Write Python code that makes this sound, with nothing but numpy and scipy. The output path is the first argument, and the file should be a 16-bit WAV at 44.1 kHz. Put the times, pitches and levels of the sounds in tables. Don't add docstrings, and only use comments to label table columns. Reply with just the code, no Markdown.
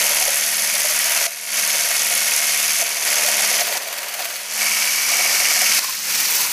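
import sys
import numpy as np
from scipy import signal
from scipy.fft import rfft, irfft, next_fast_len
from scipy.io import wavfile
from scipy.ndimage import uniform_filter1d, map_coordinates

SR = 44100
rng = np.random.default_rng(int(sys.argv[2]) if len(sys.argv) > 2 else 0)


def rack_gain(trim_db):
    fader = np.asarray(trim_db, float)
    return 10 ** (fader / 20)


def inscribe(sig):
    pcm = np.round(np.clip(np.atleast_2d(sig).T, -1, 1) * 32767)
    wavfile.write(sys.argv[1], SR, pcm.astype(np.int16))


N = 287532

# (frequency [Hz], level tilted [dB], level turned [dB], t60 [s])
COVER_MODES = [(1890, -4, -13, .02), (2180, -1, -6, .03), (2270, -5, 1, .035), (2550, -2, -11, .02),
               (2770, -6, -8, .02)]


def unit(x):
    return x / np.sqrt(np.mean(x ** 2, -1, keepdims=True) + 1e-20)


def curves(rows):
    s, *cols = np.transpose(rows)
    return [np.interp(np.arange(N) / SR, s, c) for c in cols]


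def wobble(rate):
    return map_coordinates(rng.standard_normal(int(N * rate / SR) + 4), [np.arange(N) * rate / SR])


def filtered(x, response):
    m = next_fast_len(N + 8192)
    return irfft(rfft(x, m) * response(np.fft.rfftfreq(m, 1 / SR)), m)[..., :N]


def colour(points):
    hz, db = np.transpose(points)
    return lambda f: rack_gain(np.interp(np.log(f + 1), np.log(hz), db))


def peak(f, hz, width, db):
    return 1 + (rack_gain(db) - 1) / (1 + (2 * (f - hz) / width) ** 2)


def band(low_hz, high_hz):
    def above(f, hz):
        return 1 / (1 + (hz / (f + 1)) ** 8)
    return lambda f: np.sqrt(np.abs(above(f, low_hz) - above(f, high_hz)))


def impulses(times, sizes):
    return np.bincount(np.clip(times * SR, 0, N - 1).astype(int).ravel(), sizes.ravel(), N)


def bursts(times, sizes, life):
    pole = np.exp(-1 / (life * SR))
    return signal.lfilter([np.e / (life * SR)], [1, -2 * pole, pole ** 2], impulses(times - life, sizes))


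def machine(angle):
    # (angle [turns], gearbox tilted [dB], gearbox turned [dB],
    # housing [dB], vent [dB])
    teeth = np.array([(0.039, 9.5, 3, -2, 15), (0.089, -18, -15, 10, 0), (.15, 5, 2, -30, 4),
                      (0.211, 10.5, 18.5, -12, 14), (0.288, 9, -14, 10.5, 15), (0.328, -11, 3, 12.5, -15),
                      (0.412, 3, 13, 8, -10), (0.538, 8, 0, 7, 17.5), (0.578, 9.5, 8, -25, 8),
                      (0.8, -41, -28, 4, 23.5), (0.839, -20, 3, 6, 10), (0.951, 13, -8, 0, -23)])
    turned_blow_db = [-14, -19, -12, 1.5, -10, -21, -13, -11, -2, -12, -19, -13]
    # (depth [dB], angle [turns])
    leans = [(0, 0.24), (0.5, 0.091), (0, 0.23), (1.5, 0.21), (0, .1)]
    borders_hz = [0, *[1100, 3600, 8600, 12400], 1e9]
    # (frequency [Hz], width [Hz], level [dB])
    shell_modes = [(588, 35, 4), (700, 40, 4), (947, 25, 4), (1437, 40, 3), (1896, 60, 2.5),
                   (2178, 50, 2.5), (2295, 30, 3), (2551, 55, 2.5), (3800, 500, -2.5), (4532, 90, 3),
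                   (6335, 200, 2.5), (10900, 1300, 2.5)]
    # (frequency [Hz], level [dB per Hz])
    tilted_colour = [(150, -53), (250, -32), (292, -21), (593, -6), (717, -4.5), (781, -10), (945, -6.5),
                     (1030, -8.5), (2200, 0), (3960, -4), (6210, 1.5), (8040, -6), (11200, -4),
                     (14500, -14.5), (15500, -13)]
    # (frequency [Hz], level [dB per Hz])
    turned_colour = [(150, -54), (250, -29), (624, -17), (681, -15.5), (852, -17.5), (945, -14.5),
                     (1560, -11), (2240, -5), (2530, -7.5), (3630, -11.5), (5690, -3), (7640, -9.5),
                     (13000, -11), (14500, -14), (15500, -28)]
    # (frequency [Hz], level [dB per Hz])
    upright_colour = [(150, -57), (250, -21.5), (347, -18.5), (614, -13.5), (669, -20), (768, -12),
                      (1670, -8), (2200, -1.5), (3160, -5.5), (5790, 1.5), (8470, -5), (14500, -6.5),
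                      (15500, -8)]
    grip_db = [-18.5, -18, -16.5]

    *levels_db, slack, _ = effort()
    levels_db.append(levels_db[-1])
    turns = np.arange(int(angle[-1]) + 1)[:, None]
    chance = rng.standard_normal((7, len(turns), len(teeth)))
    times = np.interp(turns + teeth[:, 0] + .0015 * chance[5], angle, np.arange(N) / SR)
    at = np.clip(times * SR, 0, N - 1).astype(int)
    turned = 1 - grips()[0][at]
    gear_db = (1 - turned) * teeth[:, 1] + turned * teeth[:, 2]

    tooth_db = [gear_db - 8.5, gear_db - 7.5, teeth[:, 3], teeth[:, 4], teeth[:, 4] - 7]
    lives_s = [.004, 0.0012, 0.00075, 0.00043, 0.0012]
    repeat_shares = [.35, 0.58, 0.014, .03, 0.023]
    parts = 0
    for k, (depth_db, phase) in enumerate(leans):
        force = slack[at] * rack_gain(tooth_db[k] - 11 + 2.4 * chance[k])
        lean_db = depth_db * np.cos(2 * np.pi * (angle - phase)) + 0.83 * wobble(14) + 0.51 * wobble(150)
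        shape = rack_gain(lean_db) * (1 + bursts(times, force, lives_s[k]))
        shape = shape / np.sqrt(uniform_filter1d(shape ** 2, size=7000))
        share = repeat_shares[k]
        noise = np.sqrt(share) * repeating(angle, 0.85) + np.sqrt(1 - share) * rng.standard_normal(N)
        parts = parts + filtered(rack_gain(levels_db[k]) * shape * noise, band(borders_hz[k], borders_hz[k + 1]))
    parts = patchy(parts, depth_db=0.84)
    parts = filtered(parts, lambda f: np.prod([peak(f, *mode) for mode in shell_modes], 0))

    cover = filtered(parts, lambda f: peak(f, 2850, 160, 3.7))
    voices = [(parts, tilted_colour), (cover, turned_colour), (parts, upright_colour)]
    held = [rack_gain(db) * unit(filtered(x, colour(points))) for (x, points), db in zip(voices, grip_db)]
    blows = slack[at] * rack_gain(gear_db + levels_db[1][at] + 2.4 * chance[6] - 31)
    booms = rack_gain(turned_blow_db + 1.3 * chance[6] - 14.5) * grips()[1][at]
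    _, tilted_db, turned_db, _ = np.transpose(COVER_MODES)
    tilted_clacks = clacks(times, blows * (1 - turned), tilted_db)
    return np.sum(grips() * held, 0) + tilted_clacks + clacks(times, booms * turned, turned_db)


def clacks(times, sizes, mode_db):
    t, out = np.arange(2000) / SR, 0
    for (hz, _, _, t60), db in zip(COVER_MODES, mode_db):
        signs = rng.choice([-1, 1], sizes.shape[1])
        blows = impulses(times - .002, sizes * signs)
        ring = np.sin(2 * np.pi * hz * t) * (1 - np.exp(-t / 0.0017)) * rack_gain(db - 60 * t / t60)
        out = out + signal.oaconvolve(blows, ring)[:N]
    return out


def repeating(angle, memory, size=2330):
    rows = rng.standard_normal((int(angle[-1]) + 30, size))
    rows = signal.lfilter([1], [1, -memory], rows, axis=0)[20:]
    return unit(rows.ravel()[(angle * size).astype(int)])


def patchy(x, depth_db):
    z = signal.stft(x, nperseg=1024)[2]
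    field = uniform_filter1d(rng.standard_normal(z.shape), size=3, axis=0)
    field = uniform_filter1d(field, size=5, axis=1)
    return signal.istft(z * rack_gain(depth_db * field / field.std()), nperseg=1024)[1][:N]


def effort():
    # (time [s], motor load [dB], slosh in the beaker [dB], gear slack [0-1])
    work = [(0, 1, 3, 0.75), (.3, -0.5, .5, .95), (.5, -1.76, -2, 0.66), (1.1, 0, -1, 0.85),
            (1.6, -0.45, -1.5, 0.8), (2.5, 0.04, -2.5, 0.88), (2.76, -.8, -7, .9), (2.82, 0.5, 1.2, 0.95),
            (3.55, 1.04, 2.6, .8), (3.8, -0.5, 9.5, 0.5), (4.2, -0.2, 8.5, 0.8), (4.35, 0, 4, 0.74),
            (5.06, -1, 0, 0.4), (5.1, .8, 5, 0.66), (5.76, 2.2, 1.2, 0.52), (6.05, -2.5, -1, 0.45),
            (6.25, -0.8, 2, .35), (6.52, -1.7, 4, 0.05)]
    by_load = [0.62, 0.94, 1.2, 0.68, 0.59]
    by_slosh = [0.9, 0.081, -0.095, -0.22, 0.25]
    # (time [s], level [dB])
    vent_facing = [(0, 3.5), (.35, 3.5), (.5, 2.2), (3.5, 1.4), (3.7, .5), (4.6, -0.7), (5.8, -0.5),
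                   (5.95, -4.5), (6.2, -1.5), (6.52, 3)]
    hum_grip_db = [-54, -54.5, -56]
    load_db, slosh_db, slack = curves(work)
    *parts_db, vent_db, hum_db = np.outer(by_load, load_db) + np.outer(by_slosh, slosh_db)
    return *parts_db, vent_db + curves(vent_facing)[0], slack, hum_grip_db @ grips() + hum_db


def grips():
    # (start [s], end [s])
    grip_changes = [
        (4.45, 4.6),
        (5.75, 5.82),
    ]
    t = np.arange(N) / SR
    first, second = [np.interp(t, span, [0, 1]) for span in grip_changes]
    return np.array([1 - first, first - second, second])


def beaker():
    # (time [s], peak [dB], frequency [Hz])
    knocks = [(0.045, -14, 584), (0.11, -14, 610), (.172, -18, 673), (0.216, -11.5, 733), (0.28, -7.5, 578),
              (0.743, -16, 594), (1.748, -18, 593), (1.906, -18.5, 650), (2.55, -27, 704),
              (2.818, -9.5, 690), (2.977, -21, 694), (3.25, -11.5, 598), (3.284, -9.5, 717),
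              (3.376, -17, 684), (3.402, -15, 757), (3.438, -20, 700), (3.516, -12, 688), (3.616, -6, 669),
              (3.68, -21, 700), (3.72, -12, 588), (3.754, -13.5, 717), (3.872, -19, 662), (4.194, -14, 724),
              (4.255, -18, 680), (5.121, -16.5, 663), (5.196, -15, 714), (5.25, -15, 702), (5.29, -20, 767),
              (5.422, -19, 740), (5.845, -14, 1070)]
    # (start [s], length [s], first peak [dB], gain a turn [dB], frequency [Hz])
    knock_runs = [
        (0.849, .07, -11, -6.5, 616),
        (1.058, .23, -16.5, 0.4, 670),
        (2.112, .07, -23, 2, 583),
        (5.514, .13, -19, 3.5, 718),
        (5.833, .07, -19, 2.5, 1040),
        (6.393, .13, -14.5, -4.5, 990),
    ]
    # (time [s], peak [dB])
    strikes = [
        (1.2675, -8),
        (2.813, -9),
        (3.617, -10),
        (3.772, -6),
        (3.986, -12),
        (4.226, -11),
        (5.592, -8),
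        (5.793, -1.5),
        (5.848, -10),
        (6.455, -10),
    ]
    turn_s = .0525
    hits = list(knocks)
    for s, length, db, gain_db, hz in knock_runs:
        hits += [(s + k * turn_s, db + k * gain_db, hz) for k in range(int(length / turn_s) + 1)]

    out, t = np.zeros(N + SR), np.arange(SR // 12) / SR
    for s, db, hz in hits:
        for late in [0, rng.uniform(0.00913, 0.01213)]:
            other_hz = 590 + 700 - hz if hz < 800 else .9 * hz
            ring = np.sin(2 * np.pi * hz * t) + 0.35 * np.sin(2 * np.pi * other_hz * t)
            ring *= (1 - np.exp(-t / 0.0049)) * rack_gain(-60 * t / 0.04)
            out[round((s + late - .002) * SR):][:len(t)] += rack_gain(db - 470 * late) * ring
    for s, db in strikes:
        rough_phase = rng.standard_normal(len(t)).cumsum() / 3
        crack = np.sin(2 * np.pi * 5200 * t + rough_phase) * rack_gain(-60 * t / .003)
        crack += 0.12 * np.sin(2 * np.pi * 2300 * t) * rack_gain(-60 * t / 0.008)
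        out[round((s - .0004) * SR):][:len(t)] += rack_gain(db) * crack / np.abs(crack).max()
    return filtered(out[:N], lambda f: 1 / (1 + (330 / (f + 1)) ** 4))


def wires(angle):
    # (time [s], level [dB], angle [turns], wire ring [dB])
    rub = [(0, -36, .16, -8), (.8, -35, 0.14, 2.5), (1.25, -29, 0.05, 1), (1.5, -33, .14, -3),
           (2.7, -37, 0.2, -3), (2.85, -29, .38, -3), (3.5, -33, 0.36, -1), (3.7, -21.5, 0.55, -1),
           (4, -20, 0.3, -4), (4.22, -19, 0.36, -1), (4.45, -24, 0.5, -5), (4.65, -37, .59, -3),
           (5.7, -36, 0.72, 0), (5.82, -20, .48, .5), (5.94, -22.5, 0.62, 2), (6.1, -30.5, 0.39, 2.5),
           (6.35, -30.5, 0.094, 12), (6.52, -22, 0.071, 1)]
    # (frequency [Hz], level [dB per Hz])
    scrape_colour = [(300, -30), (700, -13), (1200, -4), (2500, 0.5), (3800, -7), (4500, 0.5), (5200, -9),
                     (8000, -6.5), (12500, -6), (15300, -12)]
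    # (frequency [Hz], level [dB per Hz])
    ring_colour = [(9000, -44), (10500, -12), (12500, -7), (14000, -3), (14700, 3), (15300, -5)]
    level_db, place, ring_db = curves(rub)
    turns = np.arange(int(angle[-1]))[:, None]
    chance = rng.standard_normal((len(turns), 15))
    contacts = turns + 0.0506 * np.arange(7) + 0.022 * chance[:, :7]
    times = np.interp(contacts, angle - place + 0.061, np.arange(N) / SR)
    sizes = rack_gain(-.9 * np.arange(7) + 2 * chance[:, 7:14] + 1.8 * chance[:, 14:])
    scrape = unit(.72 + bursts(times, sizes, 0.00079)) * rng.standard_normal(N)
    ring = unit(.65 + bursts(times[:, :5], sizes[:, :5], 0.0016)) * rng.standard_normal(N)
    scrape = unit(filtered(scrape, colour(scrape_colour)))
    ring = unit(filtered(ring, colour(ring_colour)))
    return rack_gain(level_db) * (scrape + rack_gain(ring_db - 4) * ring)


def hum(angle):
    orders = [11, 4, 7, 8, 9, 10, 12, 13, 14, 121]
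    orders_db = [9, -16.5, -21, -40, -13.5, -22, -4, -11, -43, 10]
    lines = 0
    for k, db in zip(orders, orders_db):
        level = rack_gain(db + 0.69 * wobble(6))
        lines = lines + level * np.sin(2 * np.pi * k * angle + .022 * k ** 0.54 * wobble(25))
    sway_db = 2 * wobble(4.2)
    return rack_gain(effort()[-1] + sway_db - 4.5) * lines


def rumble():
    shake_db = -63.5 + 4 * wobble(5.11)
    drone_db = -59.5 + 3 * wobble(6.14) + 6.5 * grips()[2]
    shake_colour = [(8, -30), (20, -8), (27, 4), (40, -14), (70, -24), (200, -60), (400, -120)]
    drone_colour = [(30, -40), (60, -14), (110, -9.5), (170, 0.5), (260, 1.0), (400, -34), (800, -120)]
    shake = filtered(rng.standard_normal(N), colour(shake_colour))
    drone = filtered(rng.standard_normal(N), colour(drone_colour))
    return rack_gain(shake_db) * unit(shake) + rack_gain(drone_db) * unit(drone)


def ducking(release_db=75):
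    # (time [s], cut [dB], hold [s])
    ducks = [
        (1.266, 11, 0.17),
        (2.832, 4.5, 0.18),
        (3.62, 4.5, .2),
        (3.778, 10.5, 0.4),
        (4.223, 9.5, .1),
        (4.278, 10, 0.2),
        (5.791, 7, 0.22),
        (6.453, 4, .2),
    ]
    t, cuts = np.arange(N) / SR, []
    for s, db, hold in ducks:
        cut_db = np.clip(db - release_db * np.maximum(t - s - hold, 0), 0, None)
        cuts.append(cut_db * np.clip((t - s) / 0.0011, 0, 1))
    return rack_gain(-np.max(cuts, 0))


def scene():
    # (time [s], angle [turns])
    whisk_turns = [(0.0, 0.029), (0.25, 4.747), (1.0, 18.981), (1.5, 28.452), (3.0, 56.846), (3.25, 61.567),
                   (4.0, 75.687), (4.25, 80.366), (4.5, 85.085), (5.75, 108.817), (6.25, 118.161),
                   (6.52, 123.146)]
    angle = curves(whisk_turns)[0]
    ducked = ducking() * (machine(angle) + wires(angle) + hum(angle) + rumble())
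    return (ducked + beaker())[None]


def band_limit(x):
    return signal.sosfilt(signal.butter(12, 16220, fs=SR, output="sos"), x)


def record(dry):
    mix = filtered(dry, lambda f: f < 15030)
    return band_limit(mix)


dry = scene()
out = record(dry)
inscribe(out)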